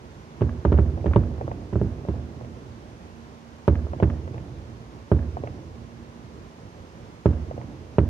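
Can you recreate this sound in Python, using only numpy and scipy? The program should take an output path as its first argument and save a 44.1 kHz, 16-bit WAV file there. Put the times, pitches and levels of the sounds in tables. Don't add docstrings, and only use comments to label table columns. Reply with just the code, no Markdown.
import sys
import numpy as np
from scipy import signal
from scipy.io import wavfile
from scipy.ndimage import uniform_filter1d

SR = 44100
rng = np.random.default_rng(int(sys.argv[2]) if len(sys.argv) > 2 else 0)


def to_wav(s):
    ch = np.atleast_2d(s).T
    pcm = np.round(np.clip(ch, -1, 1) * 32767)
    wavfile.write(sys.argv[1], SR, pcm.astype(np.int16))


N = 356769

# [f/Hz, level/(dB per Hz)]
WASH_SPECTRUM = [(30, -106.5), (55, -71), (100, -71.5), (200, -77), (400, -78.5), (750, -85), (1050, -85),
                 (1200, -89.5), (2200, -95.5), (4000, -101), (6400, -103), (7600, -111), (11000, -117),
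                 (14000, -123)]
# [f/Hz, likeness from 0 to 1]
WASH_LIKENESS = [(100, 0.91), (500, 1), (1500, 0.22), (3000, 0.01), (6000, 0.023)]
# [f/Hz, level/dB]
WASH_LEFT = [(60, -8), (200, -3.5), (400, -2.5), (2500, -3), (12000, -2.5)]
# [f/Hz, standard deviation/dB]
WASH_SWELL = [(60, 2.2), (300, 1.3), (1000, 0.4), (4000, 0.2)]
# [f/Hz, width/Hz, level/dB]
TOWN_HUM = (232, 4, -55.5)

# [t/s, blast level/dB, rise/ms, boom/dB over the blast, upper boom/dB over the boom,
#  brightness/dB, snap/dB over the blast, second crack/dB over the blast, near clap level/dB,
#  far clap level/dB, far clap edge/dB, last knock/dB, extra way to the far fronts/ms]
SHELLS = [(0.409, -16, 1, -2, 4.5, 0, -62, -16, -47, -62, 1, 1, -2),
          (0.4171, -10, 0.35, 1.5, -2, -0.5, -47, -7, -30.5, -20, -2, 1, 4),
          (.6500, -12.5, 0.18, 9, -7, 11, -46, -5, -30.5, -42, 8, 3, 4.5),
          (0.7200, -9.5, 0.41, 6.5, -7, 1, -65, -0.5, -32, -22, -6, 1, 2.5),
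          (0.7786, -34, 0.26, -8.5, 1, 7, -45, -15, -73, -62, 0, -2, 0),
          (0.7864, -16, 0.19, 4.5, 6, 7.5, -38, -3, -40, -27, 2, 1, 3.5),
          (1.0588, -13, 0.36, 8, -6.5, 3.5, -45, 1, -21.5, -29, -12, -5, 1.3),
          (1.16, -7.5, 0.26, -0.5, 6, 9, -52, -14, -32, -21.5, -5.5, 5.5, -2),
          (1.7274, -27, 0.28, 5.5, 7, 7, -52, 7, -48, -29, -2, -9, 3),
          (1.7560, -17.5, 0.22, 2, 5, -6, -45, -6, -49, -39, -2, 3, 0.5),
          (1.814, -12, 0.38, -2, 4.5, -30, -53, -25, -53, -32, -7, -6, 7),
          (1.846, -32.5, 0.35, 8, 8, -17, -60, -15, -59, -48, 0, 2, 16),
          (2.0850, -19, 0.37, 6, 0, 4.5, -48, -8, -42, -27.5, -8, 2, 5.5),
          (3.6785, -7.5, 0.23, 3.5, -2, 11, -38, -2, -28, -18.5, 0, 8, 1.7),
          (3.868, -28.5, 0.22, -13, 0, -4, -43, -11, -60, -50, 0, 2, -1),
          (4.025, -6.5, 0.41, -1, 3, -1.5, -41, -2.5, -28, -31, 5, 7, -2),
          (5.1158, -8.5, 0.23, 2.5, 1, 3.5, -49, -8, -33.5, -20, -5, 0.5, 0.44),
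          (6.256, -54, 0.6, -2, 6.5, -10, -70, -16, -80, -77, 3, 0, 0),
          (6.345, -36, 0.93, -8.5, 11, -10, -70, -15, -80, -74, 0, 0, 3),
          (7.2572, -5.5, 0.28, -2, 2, 0, -37, -6, -35.5, -23.5, -7, 0, 0.5),
          (7.9830, -5.5, 0.24, -2, 2, 3, -42, -3, -41, -22, -2, 0, 4)]
# [delay/ms, level/dB over the blast, pressure phase/ms, push + or pull -]
NEAR_WAVES = [(0.332, 13.5, 0.47, "+"), (0.97, 12, 0.28, "+"), (5.333, 6, 0.41, "+"),
              (32.16, -0.5, 2.5, "+"), (41.3, -8, 2, "-"), (49.24, 0, 1.73, "+"), (54.85, -4, 1, "-")]
POLARITY = {"+": 1, "-": -1}
# [f/Hz, width/Hz]
SNAP_BAND = (6000, 3500)
# [f/Hz, width/Hz, level/dB, t60/s]
FRONT_RATTLE = [(430, 700, -10.5, 0.027), (940, 500, -9, 0.043), (2290, 1700, -23, 0.011)]
# [f/Hz, width/Hz, level/dB, t60/s]
WALL_RATTLE = [(500, 1100, -10.5, 0.019), (1102, 990, -16.5, 0.019), (2740, 1800, -30, 0.0062)]
# [f/Hz, width/Hz, level/dB]
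CORNERS = [(568, 65, -26), (918, 200, -19.5)]
# [f/Hz, level/dB, t60/s, push + or pull - at the microphone]
STANDING_WAVES = [(59.9, -4, 0.77, "+"), (65, 2, 0.16, "+"), (72.4, -16, 1.2, "+"),
                  (75.77, -0.5, 0.78, "-"), (81.9, -6, 0.29, "-"), (90.7, -12, 1.13, "+"),
                  (98.3, -13.5, 0.45, "-"), (112.6, 1.1, 0.17, "-"), (143, -32.5, 0.44, "+"),
                  (151, -24, 0.91, "-"), (189.4, -4, 0.064, "-"), (234, -19, 0.33, "-"),
                  (322, -23.5, 0.46, "-"), (392.8, -18.5, 0.11, "+")]
# [f/Hz, width/Hz, level/dB, t60/s, grains per s, spread/dB]
ROOF_CRACKLE = (995, 1202, -38, 0.15, 904, 5.5)
# [f/Hz, relative level/dB, t60/s]
ROLL_BANDS = [(37.6, -40, 2.8), (60, -14, 4.4), (110, -15.5, 2.55), (150, -17, 2.37), (208, -21.5, 2.37),
              (481, -30, 3.37), (870, -42.5, 2.27), (2295, -59, 0.86)]
# [f/Hz, rise/s]
ROLL_RISE = [(60, 0.2), (200, 0.015), (600, 0.009)]
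# [t/s, level/dB]
OPEN_GROUND = [(0, 4), (0.12, -0.5), (0.2, -7), (0.243, -3), (0.262, -2), (0.34, 4), (0.45, -1)]
# [delay/s, knock level/dB, knock f/Hz, knock width/Hz,
#  edge level/dB, edge f/Hz, smear t60/s, left microphone leads by/ms]
HOUSE_FRONTS = [(.0755, -0.5, 704, 1095, -5, 1450, 0.042, .1),
                (0.2533, 0.5, 531, 606, -14, 1500, 0.049, 0.33),
                (.3205, 0.5, 467, 500, -15.5, 1600, .035, .3),
                (0.3565, -7.5, 540, 600, -10.5, 1600, 0.046, 0.39)]

BOUNCE_MS = 5.6
DULL_DB, DULL_PER_BRIGHT = -1.5, -0.16
UPPER_HZ = 95
ROLL_DB, ROLL_PER_BOOM = -4, 0.7
LUMP_DB = 3.5
LEDGES = 0.072
EDGE_WIDTH_HZ, EDGE_SPREAD_S, SPLINTERS = 2300, 0.0022, 0.45
AIR_HZ = 3130
BAND_LIMIT_HZ = 14900


def gain_of(db):
    return 10 ** (np.asarray(db) / 20)


def read(points, hz):
    f, value = np.transpose(points)
    return np.interp(np.log(hz + 1), np.log(f + 1), value)


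def add(mix, s, sound):
    part = mix[..., round(s * SR):][..., :sound.shape[-1]]
    part += sound[..., :part.shape[-1]]


def pair(x, left_db, lead_ms=0.):
    lag = max(round(lead_ms * SR / 1000), 0)
    later = np.r_[np.zeros(lag), x[:len(x) - lag]]
    return np.array([x, later]) * gain_of([[left_db / 2], [-left_db / 2]])


def resonate(x, hz, width):
    turn = np.exp(2j * np.pi * hz * np.arange(x.shape[-1]) / SR)
    r = np.exp(-np.pi * width / SR)
    return 2 * (turn * signal.lfilter([1 - r], [1, -r], x / turn)).real


def twice(x, hz, width):
    return resonate(resonate(x, hz, width), hz, width)


def steep(x, hz, width):
    y = twice(x, hz, width)
    return y / abs(y).max()


def town():
    frames, hz = N // 512 + 5, np.fft.rfftfreq(2048, 1 / SR)
    a, b, c, d, patches = rng.standard_normal((frames, 1025, 5)).T
    patches = uniform_filter1d(uniform_filter1d(patches, 16, 0), 8, 1)
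    swell = uniform_filter1d(uniform_filter1d(rng.standard_normal(frames), size=5), size=5)
    same = np.clip(read(WASH_LIKENESS, hz), 0, 1)[:, None]
    sooner = np.exp(2j * np.pi * hz * 0.00035)[:, None]
    right = a + 1j * b
    left = same * sooner * right + np.sqrt(1 - same ** 2) * (c + 1j * d)
    level_db = read(WASH_SPECTRUM, hz)[:, None] + 0.33 * patches / patches.std()
    level_db = level_db + np.outer(read(WASH_SWELL, hz), swell / swell.std())
    z = np.array([left, right]) * gain_of(level_db)
    z *= gain_of(np.outer([.5, -.5], read(WASH_LEFT, hz)))[:, :, None]
    wash = np.sqrt(SR / 2048 * 3) * signal.istft(z, nperseg=2048, noverlap=1536)[1][:, :N]
    return wash + town_hum()


def town_hum():
    hz, width, db = TOWN_HUM
    noise = twice(rng.standard_normal(N), hz, width)
    tone = np.sin(2 * np.pi * hz * np.arange(N) / SR)
    return pair(gain_of(db) * (0.57 * noise / noise.std() + tone), -13.5)


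def blast(phase_ms, rise_ms):
    ms = np.arange(1500) * 1000 / SR
    front = np.exp(-.5 * ((ms[:120] - .75) / rise_ms) ** 2)
    jump = (1 - ms / phase_ms) * np.exp(-ms / phase_ms)
    return np.convolve(jump, front / front.sum())[:1500]


def near_waves(s, db, rise_ms):
    for ms, near_db, phase_ms, sign in NEAR_WAVES:
        wave = blast(phase_ms, rise_ms * (1 + ms / 40))
        yield s + ms / 1000, pair(POLARITY[sign] * gain_of(db + near_db) * wave, -4.0)


def snaps(s, snap_db, second_db, hiss):
    t = np.arange(len(hiss)) / SR
    yield s + 0.00065, pair(gain_of(snap_db) * steep(1. * (t == 0), *SNAP_BAND), -2.0)
    bounce = steep(hiss * np.exp(-t / .0015), *SNAP_BAND)
    yield s + BOUNCE_MS / 1000, pair(gain_of(snap_db + second_db - 1.5) * bounce, -2.5)


def rattles(s, db, bright_db, second_db, hiss):
    t = np.arange(hiss.shape[1]) / SR
    dull_db = DULL_DB + DULL_PER_BRIGHT * bright_db
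    onset = np.minimum(t / 0.00012, 1) * gain_of([[-.8], [.8]])
    hard_crack = 4.7 * (t == t[8])
    chips = (hiss[:2] + 0.16 * hiss[2]) * onset + hard_crack
    again = (hiss[3:5] + 1.4 * hiss[2]) * onset + hard_crack
    for hz, width, band_db, t60 in FRONT_RATTLE:
        share_db = dull_db if hz < 700 else bright_db
        fading = chips * gain_of(db + share_db + band_db - 60 * t / t60)
        yield s + 0.00087, twice(fading, hz, width)
    for hz, width, band_db, t60 in WALL_RATTLE:
        fading = again * gain_of(db + second_db + band_db - 60 * t / t60)
        yield s + BOUNCE_MS / 1000, twice(fading, hz, width)


def corners(s, level_db):
    impulse = 1. * (np.arange(3000) == 0)
    for hz, width, corner_db in CORNERS:
        yield s + 0.0011, pair(gain_of(level_db + corner_db) * steep(impulse, hz, width), -1.2, 0.18)


def terrace(push):
    t, ring = np.arange(SR) / SR, np.zeros((2, SR))
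    for hz, db, t60, sign in STANDING_WAVES:
        size = POLARITY[sign] * gain_of(db - 60 * t / t60) * 2 * np.pi * hz / SR
        ring[int(hz > UPPER_HZ)] += size * np.sin(2 * np.pi * hz * t)
    return pair(signal.oaconvolve(push, ring, axes=1)[:, :N].sum(0), -5.0)


def roofs(far):
    hz, width, db, t60, per_s, spread_db = ROOF_CRACKLE
    t = np.arange(SR // 2) / SR
    draw, size, sign = rng.random((3, 2, len(t)))
    grains = (draw < per_s / SR) * gain_of(-spread_db * np.log(size + 1e-4)) * np.sign(sign - .5)
    both = grains + 0.5 * grains[::-1]
    tail = resonate(twice(both, hz, width), hz, width)
    tail *= gain_of(db - 60 * t / t60) * np.minimum(t / 0.0051, 1) / tail.std()
    return signal.oaconvolve(far[None], tail, axes=1)[:, :N]


def roll(far):
    hz, t, z = signal.stft(rng.standard_normal((2, 2 * SR)), SR, nperseg=1024)
    f, db, t60 = np.transpose(ROLL_BANDS)
    same = np.clip(1.05 - hz / 2500, 0, .97)[:, None]
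    z[0] = same * z[1] + np.sqrt(1 - same ** 2) * z[0]
    slope_db = -18 * np.log2(np.maximum(hz / f[-1], 1))
    band_db = (read(np.c_[f, db], hz) + slope_db)[:, None]
    z *= gain_of(band_db - 60 * t / read(np.c_[f, t60], hz)[:, None])
    rise_s = np.clip(read(ROLL_RISE, hz), .001, 1)[:, None]
    z *= 1 - np.exp(-(t + 0.0063) / rise_s)
    z *= gain_of(np.interp(t, *np.transpose(OPEN_GROUND)))
    lumps = rng.standard_normal(z.shape[1:])
    lumps = uniform_filter1d(uniform_filter1d(lumps, size=7, axis=0), size=3, axis=1)
    z *= gain_of(LUMP_DB * lumps / lumps.std())
    tail = signal.istft(z, SR, nperseg=1024)[1] * gain_of([[-2], [2]])
    tail *= np.minimum(np.arange(tail.shape[1]) / SR / 0.0094, 1)
    return signal.oaconvolve(far[None], tail, axes=1)[:, :N] * gain_of(14.5)


def fronts(s, slap_db, far_db, far_edge_db, last_db, extra_ms, ledges):
    t = np.arange(ledges.shape[1]) / SR
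    for k, (late, knock_db, hz, width, edge_db, edge_hz, t60, lead_ms) in enumerate(HOUSE_FRONTS):
        is_far = k > 0
        smear = np.r_[1, LEDGES * ledges[k, 1:]] * gain_of(-60 * t / t60)
        smear[round(BOUNCE_MS * SR / 1000)] += gain_of(-13.5)
        splinters = smear + SPLINTERS * ledges[k] * np.exp(-t / EDGE_SPREAD_S)
        if k == len(HOUSE_FRONTS) - 1:
            knock_db = knock_db + last_db
        knock = steep(resonate(smear, hz, width), hz, width)
        edge = steep(resonate(splinters, edge_hz, EDGE_WIDTH_HZ), edge_hz, EDGE_WIDTH_HZ)
        clap = gain_of(knock_db) * knock - gain_of(edge_db + is_far * far_edge_db) * edge
        if k == 1:
            clap *= gain_of(-2.6 * max(extra_ms, 0))
        level_db = far_db if is_far else slap_db
        yield s + late + is_far * extra_ms / 1000, pair(gain_of(level_db) * clap, -2.5, lead_ms)


def bursts():
    direct, push, far = np.zeros((3, 2, N))
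    noise = rng.standard_normal((len(SHELLS), 5 + len(HOUSE_FRONTS), 3000))
    for row, hiss in zip(SHELLS, noise):
        s, db, rise_ms, boom_db, upper_db, bright_db, snap_db, second_db, *echoes = row
        sounds = [*near_waves(s, db, rise_ms), *snaps(s, db + snap_db, second_db, hiss[3]),
                  *rattles(s, db, bright_db, second_db, hiss[:5]), *corners(s, db + bright_db),
                  *fronts(s, *echoes, hiss[5:])]
        for start_s, sound in sounds:
            add(direct, start_s, sound)
        low_db = db + boom_db
        shove = gain_of([[low_db], [low_db + upper_db]]) * blast(phase_ms=1.24, rise_ms=0.23)
        add(push, s + 0.0019, shove)
        roll_db = ROLL_DB + ROLL_PER_BOOM * low_db + 0.2 * upper_db
        add(far, s, gain_of([[roll_db], [db + 0.29 * bright_db]]))
    return direct, push, far


def scene():
    direct, push, far = bursts()
    rolling = roll(far[0])
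    booming = terrace(push + gain_of(-18) * rolling.mean(0))
    fireworks = direct + booming + rolling + roofs(far[1])
    air = signal.butter(3, AIR_HZ, fs=SR, output="sos")
    return signal.sosfilt(air, fireworks) + town()


def record(dry):
    thin = signal.sosfilt(signal.butter(3, 50, "high", fs=SR, output="sos"), dry)
    thin = signal.sosfilt(signal.butter(2, 34, "high", fs=SR, output="sos"), thin)
    band = signal.firwin(511, BAND_LIMIT_HZ, window=("kaiser", 9), fs=SR)
    return signal.oaconvolve(thin, band[None], "same")


dry = scene()
out = record(dry)
to_wav(out)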